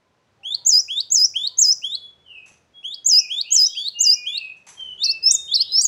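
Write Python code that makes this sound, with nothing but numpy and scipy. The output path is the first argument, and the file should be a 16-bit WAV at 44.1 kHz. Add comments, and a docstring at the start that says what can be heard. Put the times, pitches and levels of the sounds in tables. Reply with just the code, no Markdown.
"""A caged tit on a porch sings a see-saw song, its syrinx a gliding, nearly pure oscillator: a rising
slur and a loud swooping whistle in turn, then a second, spikier phrase. Other birds whistle farther
off, two bursts of knocks set the cage wires vibrating, and faint hums and drones lie under the outdoor
air. Interference with close reflections makes each glide flutter; the porch adds a short tail."""
import sys
import numpy as np
from scipy import signal
from scipy.fft import rfft, irfft
from scipy.io import wavfile
from scipy.ndimage import uniform_filter1d

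SR = 44100
rng = np.random.default_rng(int(sys.argv[2]) if len(sys.argv) > 2 else 0)


def inscribe(sig):
    """Save sig as 16-bit PCM at rate SR to the path in sys.argv[1].

    A 1-D sig is mono; a 2-D sig holds one channel per row.
    Samples are clipped to [-1, 1] before scaling.
    """
    pcm = np.round(np.clip(np.atleast_2d(sig).T, -1, 1) * 32767)
    wavfile.write(sys.argv[1], SR, pcm.astype(np.int16))


N = 258867
TIME = np.arange(N) / SR


def from_db(db):
    """Amplitude ratio of a level in decibels."""
    return 10 ** (np.asarray(db) / 20)


def at_hz(points, hz):
    """Interpolation on a logarithmic frequency axis."""
    f, value = np.transpose(points)
    return np.interp(np.log(np.maximum(hz, 1)), np.log(f), value)


def noise(spectrum):
    """Spectral shaping of white noise, scaled to unit rms."""
    gain = from_db(at_hz(spectrum, np.fft.rfftfreq(N, 1 / SR)))
    x = irfft(rfft(rng.standard_normal(N)) * gain, N)
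    return x / np.sqrt(np.mean(x ** 2) + 1e-20)


def drift(t, rate):
    """Random modulation of spread about 1, with `rate` new values a second."""
    return np.interp(t * rate, np.arange(400), rng.standard_normal(400))


def note_time(length):
    """Sample times of one note."""
    return np.arange(int(length * SR)) / SR


def add(out, s, sound):
    """Superposition of a sound starting at time s."""
    i = max(round(s * SR), 0)
    out[i:i + len(sound)] += sound[:max(N - i, 0)]


# spectrum of the outdoor air: f/Hz, relative spectral level/dB
AIR_SPECTRUM = [(25, -28.5), (45, -12), (75, -3.5), (140, 1.5), (270, -5.5), (500, -3), (900, -8.5),
                (1500, -11.5), (3000, -16.5), (6000, -22.5), (9000, -31.5), (12000, -39), (15000, -44.5)]
# its slow rise and fall: t/s, level/dB
AIR_SWELL = [(0.0, -68), (0.6, -63.5), (1.19, -66), (1.42, -64.5), (3.94, -66.5), (4.58, -64.5),
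             (4.82, -61), (5.87, -63.5)]
def outdoor_air(gain_db=1.0):
    """Broadband noise, strongest in the bass, under slow amplitude modulation."""
    return noise(AIR_SPECTRUM) * from_db(gain_db + np.interp(TIME, *np.transpose(AIR_SWELL)))


# far-off drones: start t/s, end t/s, f/Hz, level/dB
FAR_DRONES = [(0, .25, 1018, -73), (0.351, .6, 808, -65.5), (0.549, 0.734, 961, -62),
              (1.412, 1.599, 1015, -62), (2.802, 3.697, 767, -73.5), (4.848, 5.87, 381.7, -68.5)]
def drones(width_hz=45, fade_s=.09):
    """Random modulation of amplitude and phase on the way smears each distant tone into a narrow band."""
    out = np.zeros(N)
    for start, end, hz, level_db in FAR_DRONES:
        t = note_time(end - start + fade_s)
        phase = 2 * np.pi * hz * t
        tone = drift(t, width_hz) * np.sin(phase) + drift(t, width_hz) * np.cos(phase)
        fade = np.clip(np.minimum(2 * t, t[-1] - t) / fade_s, 0, 1)
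        add(out, start, from_db(level_db) * tone * fade)
    return out


# spells of low hum: start t/s, end t/s, f/Hz, level/dB
HUM_SPELLS = [(.25, 2.2, 100, -72.5), (1.6, 2.8, 76, -76), (4.8, 6, 75, -71)]
def hum(waver_db=4.5, wander_hz=9.7, fade_s=0.068):
    """Low sinusoids waver under random frequency and amplitude modulation."""
    out = np.zeros(N)
    for start, end, hz, level_db in HUM_SPELLS:
        phase = 2 * np.pi * np.cumsum(hz + wander_hz * drift(TIME, 14)) / SR
        fade = np.clip(np.minimum(TIME - start, end - TIME) / fade_s, 0, 1)
        out += np.sqrt(2) * np.sin(phase) * fade * from_db(level_db + waver_db * drift(TIME, 54))
    return out


def jittered_phase(t, hz, jitter, rate):
    """Phase is the integral of frequency, which here trembles slightly."""
    return 2 * np.pi * np.cumsum(hz * (1 + jitter * drift(t, rate))) / SR


def envelope_db(t, onset_db, attack_s, release_s, release_db=-22):
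    """Attack, sustain and release: a note swells from a faint onset, holds and is let go."""
    attack = np.cos(np.pi / 2 * np.minimum(t / attack_s, 1)) ** 2
    release = np.maximum(1 - (t[-1] - t) / release_s, 0) ** 2
    return onset_db * attack + release_db * release


# response of the close surroundings to the fundamental: f/Hz, gain/dB
SURROUNDINGS = [(2700, -8), (3200, -0.5), (3400, -8), (3700, -1.5), (4050, -7.5), (4400, 5.5), (5450, 1.5),
                (5750, -3), (6100, 6.5), (6420, -3), (6780, 6.5), (7150, -0.5), (7520, 0.5), (8200, -9)]
# overtones of the syrinx: harmonic number, relative level/dB
HARMONICS = [(2, -1.5), (3, -5), (4, -21.5)]
# transmission of overtones by the beak: f/Hz, gain/dB
BEAK_RESPONSE = [(5000, -26.5), (7300, -27), (8600, -31), (10100, -30.5), (12000, -43), (13500, -28),
                 (15000, -21), (16000, -34)]
FACING_DB, TURNED_DB = -1, -4.5   # tilt per harmonic: as the beak turns away, high ones drop fastest
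def syrinx(t, hz, level_db, tilt_db, waver_db):
    """Source and filter: a nearly pure oscillation whose weak harmonics are coloured by the beak."""
    hz = uniform_filter1d(hz, size=110, mode="nearest")
    phase = jittered_phase(t, hz, jitter=0.003, rate=310)
    tone = np.sin(phase) * uniform_filter1d(from_db(at_hz(SURROUNDINGS, hz)), size=50, mode="nearest")
    for k, db in HARMONICS:
        gain = from_db(tilt_db * (k - 2.18) + db + at_hz(BEAK_RESPONSE, k * hz) + 1.8 * drift(t, 180))
        anti_alias = np.clip((SR / 2 - k * hz) / (SR / 10), 0, 1)
        tone += gain * np.sin(k * phase) * anti_alias
    gate = np.sin(np.pi / 2 * np.clip(np.minimum(t, t[-1] - t) / .002, 0, 1)) ** 2
    return np.sqrt(2) * tone * gate * from_db(level_db + waver_db * drift(t, 130))


# the tit's rising slurs: t/s, duration/s, scoop depth/Hz, top f/Hz, level/dB
SLUR_NOTES = [(0.432, 0.12, 540, 4760, -23), (0.881, .130, 749, 5050, -19), (1.338, 0.14, 850, 4800, -19),
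              (1.817, 0.14, 714, 4540, -23), (2.829, 0.12, 550, 5290, -24), (3.288, .129, 800, 4910, -18.5),
              (3.749, .139, 719, 4570, -21), (4.245, .139, 786, 4726, -23)]
def slurs(scoop_s=.04, plateau_hz=3159, climb_hz_per_s=3900, bend_hz_per_s2=70000, flick_s=.0065):
    """Frequency modulation in three stages: a scoop, a climbing plateau and an upward flick."""
    out = np.zeros(N)
    for s, length, scoop_hz, top_hz, level_db in SLUR_NOTES:
        t = note_time(length)
        flick = np.exp((t - length) / flick_s)
        hz = plateau_hz + climb_hz_per_s * t - scoop_hz * np.maximum(1 - t / scoop_s, 0) ** 1.5
        hz += bend_hz_per_s2 * np.maximum(t - length / 2, 0) ** 2
        hz += (top_hz - hz[-1]) * flick
        accent = np.exp(-(t / scoop_s) ** 4)
        sag = np.exp(-.5 * ((t - 0.58 * length) / 0.018) ** 2)
        effort_db = 0.5 * accent - 2.5 * sag - flick
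        db = level_db + effort_db + envelope_db(t, onset_db=-15, attack_s=0.03, release_s=0.0012)
        add(out, s, syrinx(t, hz, db, FACING_DB, waver_db=3.2))
    return out


def glides(notes, contour, tilt_db, accent_db=0, accent_s=0.022, **envelope):
    """Time scaling and transposition of one practised frequency contour give each note."""
    out = np.zeros(N)
    for s, length, ratio, level_db, *_ in notes:
        t = note_time(length)
        hz = ratio * np.interp(t / length, *np.transpose(contour))
        db = level_db + envelope_db(t, **envelope) + accent_db * np.exp(-(t / accent_s) ** 2)
        add(out, s, syrinx(t, hz, db, tilt_db, waver_db=2.75))
    return out


# the tit's loud swoops: t/s, duration/s, frequency ratio, level/dB, puff level/dB
SWOOP_NOTES = [(0.649, 0.16, 1.008, -16, -64.5), (1.102, .16, 1.017, -15.5, -48.5),
               (1.572, .16, 1.017, -16, -50.5), (3.045, .16, 1.009, -15.5, -50),
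               (3.505, 0.17, 1.021, -16, -51.5), (3.987, .162, 0.9885, -17.5, -55.5)]
# their contour: fraction of the note, f/Hz
SWOOP_CONTOUR = [(0, 6050), (.12, 6600), (.215, 7650), (.28, 6720), (.44, 5220), (0.551, 4900),
                 (0.688, 4847), (.89, 5170), (1.001, 6060)]
def swoops():
    """A wide frequency sweep: up to a crest, down through a trough and up again."""
    return glides(SWOOP_NOTES, SWOOP_CONTOUR, FACING_DB, accent_db=3.5,
                  onset_db=-23, attack_s=0.022, release_s=0.0059)


# spectrum of a puff or thump: f/Hz, relative spectral level/dB
THUMP_SPECTRUM = [(40, -15), (90, 2.5), (250, -4), (450, -7.5), (800, -14), (1300, -22.5), (3000, -49.5)]
# a soft thump on the perch: t/s, level/dB
PERCH_IMPACT = [(2.515, -57)]
def thumps(crest_s=.041, width_s=0.0052):
    """Gaussian pulses of dull noise: a puff at the crest of each swoop and one thump on the perch."""
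    pulses = [(s + crest_s, db) for s, *_, db in SWOOP_NOTES] + PERCH_IMPACT
    envelope = sum(from_db(db) * np.exp(-.5 * ((TIME - s) / width_s) ** 2) for s, db in pulses)
    return noise(THUMP_SPECTRUM) * envelope


def far_note(t, hz, level_db, fade_s=0.045, overtone_db=-35):
    """A distant bird's oscillation, almost sinusoidal, swells and fades."""
    phase = jittered_phase(t, hz, jitter=0.0035, rate=180)
    tone = np.sin(phase) + from_db(overtone_db) * (np.sin(2 * phase) + .7 * np.sin(3 * phase))
    swell = np.sin(np.pi / 2 * np.clip(np.minimum(t, 2 * (t[-1] - t)) / fade_s, 0, 1)) ** 2
    return from_db(level_db) * swell * np.sqrt(2) * tone


# other birds' whistles: t/s, duration/s, f/Hz, level/dB
FAR_WHISTLE_NOTES = [(1.911, 0.16, 3409, -41.5), (2.726, 0.272, 3345, -45.5), (3.929, 0.17, 2853, -35),
                     (4.134, 0.2, 2452, -40), (5.019, 0.18, 2658, -36.5), (5.277, 0.233, 3690, -32)]
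def far_whistles(arch_hz=48.6):
    """Nearly steady tones whose frequency follows a shallow parabolic arch."""
    out = np.zeros(N)
    for s, length, hz, level_db in FAR_WHISTLE_NOTES:
        t = note_time(length)
        add(out, s, far_note(t, hz - arch_hz * (2 * t / length - 1) ** 2, level_db))
    return out


# other birds' slurs: t/s, duration/s, start f/Hz, end f/Hz, level/dB
FAR_SLUR_NOTES = [(2.236, 0.16, 3230, 2485, -44), (3.082, 0.19, 3090, 2414, -41.5),
                  (3.414, 0.12, 2194, 3273, -39), (3.58, 0.13, 4110, 3677, -39.5),
                  (3.657, 0.17, 3025, 3590, -40.5), (3.704, 0.19, 5015, 4327, -38.5),
                  (4.294, .18, 2946, 2512, -36.5), (4.749, 0.17, 3252, 2953, -36.5),
                  (5.562, 0.1, 2370, 3860, -37.5), (5.652, 0.18, 3565, 4840, -31.5)]
def far_slurs(easing=1.6):
    """Power-law frequency sweeps that flatten towards their end."""
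    out = np.zeros(N)
    for s, length, start_hz, end_hz, level_db in FAR_SLUR_NOTES:
        t = note_time(length)
        hz = end_hz + (start_hz - end_hz) * (1 - t / length) ** easing
        add(out, s, far_note(t, hz, level_db))
    return out


# knocks on the cage: t/s, level/dB, rattle T60/s
CAGE_KNOCKS = [(2.46, -56, 0.43), (2.478, -56.5, 0.46), (4.568, -65, 0.23), (4.667, -47.5, 0.7),
               (4.688, -44, 0.12)]
# rattle of the bars: f/Hz, relative spectral level/dB
RATTLE_SPECTRUM = [(300, -34), (850, 12), (1400, 4), (2300, 9), (4000, 2), (5400, 3.5), (6300, 15),
                   (7800, -10), (8800, 1), (11500, -17.5), (13000, -35.5)]
# modes of the wires: f/Hz, relative level/dB, T60/s
WIRE_MODES = [(6000, 0.5, 0.53), (6450, -19, 0.19), (7660, 3, 0.3), (9200, -20.5, 0.097), (11000, -4, 0.39)]
def cage(ring_db=-7, flutter_db=3):
    """Impact excitation: a knock rattles the bars and leaves the wires ringing in damped modes."""
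    out, t = np.zeros(N), TIME[:SR]
    wires = sum(from_db(db - 60 * t / t60) * np.sin(2 * np.pi * hz * t) for hz, db, t60 in WIRE_MODES)
    ring = from_db(ring_db) * wires / np.std(wires[:SR // 50])
    for s, level_db, t60 in CAGE_KNOCKS:
        rattle = noise(RATTLE_SPECTRUM)[:SR] * from_db(-60 * t / t60 + flutter_db * drift(t, 230))
        add(out, s, from_db(level_db) * (rattle + ring))
    return out


# twin-peaked notes of the tit's second phrase: t/s, duration/s, frequency ratio, level/dB
TWIN_NOTES = [(4.978, 0.1454, 0.99, -21), (5.479, 0.1473, 0.94, -16.5)]
# their contour: fraction of the note, f/Hz
TWIN_CONTOUR = [(0, 3260), (.35, 3780), (0.429, 4770), (0.496, 6000), (0.562, 4690), (0.662, 4120),
                (.87, 4550), (.96, 5520), (1, 5150)]
def twin_peaks():
    """A sweep with two maxima; with the head turned, directivity weakens the upper harmonics."""
    return glides(TWIN_NOTES, TWIN_CONTOUR, TURNED_DB, onset_db=-20.5, attack_s=.052, release_s=.007)


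# spiked notes of the second phrase: t/s, duration/s, frequency ratio, level/dB
SPIKE_NOTES = [(5.226, 0.135, 1, -16), (5.719, 0.1467, 1, -16)]
# their contour: fraction of the note, f/Hz
SPIKE_CONTOUR = [(0, 4943), (.3, 5225), (0.521, 5540), (0.622, 5830), (0.726, 8850), (.85, 7380),
                 (1.002, 6160)]
def spikes():
    """A slow frequency sweep that breaks into one sharp peak, also sung with the head turned."""
    return glides(SPIKE_NOTES, SPIKE_CONTOUR, TURNED_DB, onset_db=-14, attack_s=0.043, release_s=.005)


# reflections from close surfaces: delay/ms, gain/dB
REFLECTIONS = [(2.9, -19), (5.2, -23.5), (8.3, -12.5)]
def close_echoes(x, dull_hz=8500):
    """Interference: delayed, duller copies beat against a gliding tone and make it flutter."""
    dull = signal.sosfilt(signal.butter(2, dull_hz, fs=SR, output="sos"), x)
    return x + sum(from_db(db) * np.interp(TIME - ms / 1000, TIME, dull, left=0) for ms, db in REFLECTIONS)


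# reverberation time of the porch: f/Hz, T60/s
PORCH_DECAY = [(500, 0.13), (3000, 0.47), (6000, 0.16), (10000, 0.69), (15000, 0.087)]
def porch_tail(x, gap_s=0.0036, build_s=0.0045):
    """Diffuse reverberation: convolution with unit-energy noise, each band decaying at its own rate."""
    t, response = TIME[:SR], 0
    edges = np.geomspace(250, 16000, 9)
    for low, high in zip(edges, edges[1:]):
        bandpass = signal.butter(2, [low, high], "band", fs=SR, output="sos")
        band = signal.sosfilt(bandpass, rng.standard_normal(SR))
        response += band * from_db(-60 * t / at_hz(PORCH_DECAY, np.sqrt(low * high)))
    response *= 1 - np.exp(-np.maximum(t - gap_s, 0) / build_s)
    return signal.fftconvolve(x, response / np.sqrt(np.sum(response ** 2)))[:N]


# the tit's reverberation relative to its direct sound: t/s, level/dB
TIT_REVERB = [(4.6, -18), (4.9, -20)]
def scene():
    """The direct-to-reverberant ratio falls with distance: the tit is fairly dry, the others diffuse."""
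    tit = slurs() + swoops() + twin_peaks() + spikes()
    neighbours = np.array([far_whistles(), far_slurs()])
    direct_share = np.array([0.37, 0.089])   # of the energy: whistles, slurs
    direct = np.sqrt(direct_share) @ neighbours
    scattered = np.sqrt(1 - direct_share) @ neighbours
    tail = porch_tail(from_db(np.interp(TIME, *np.transpose(TIT_REVERB))) * tit + scattered)
    background = outdoor_air() + drones() + hum()
    return (background + close_echoes(tit) + thumps() + direct + cage() + tail)[None]


def record(dry):
    """Band limiting: an elliptic low-pass cuts steeply above 15.8 kHz."""
    return signal.sosfilt(signal.ellip(12, .1, 90, 15800, fs=SR, output="sos"), dry)


dry = scene()
out = record(dry)
inscribe(out)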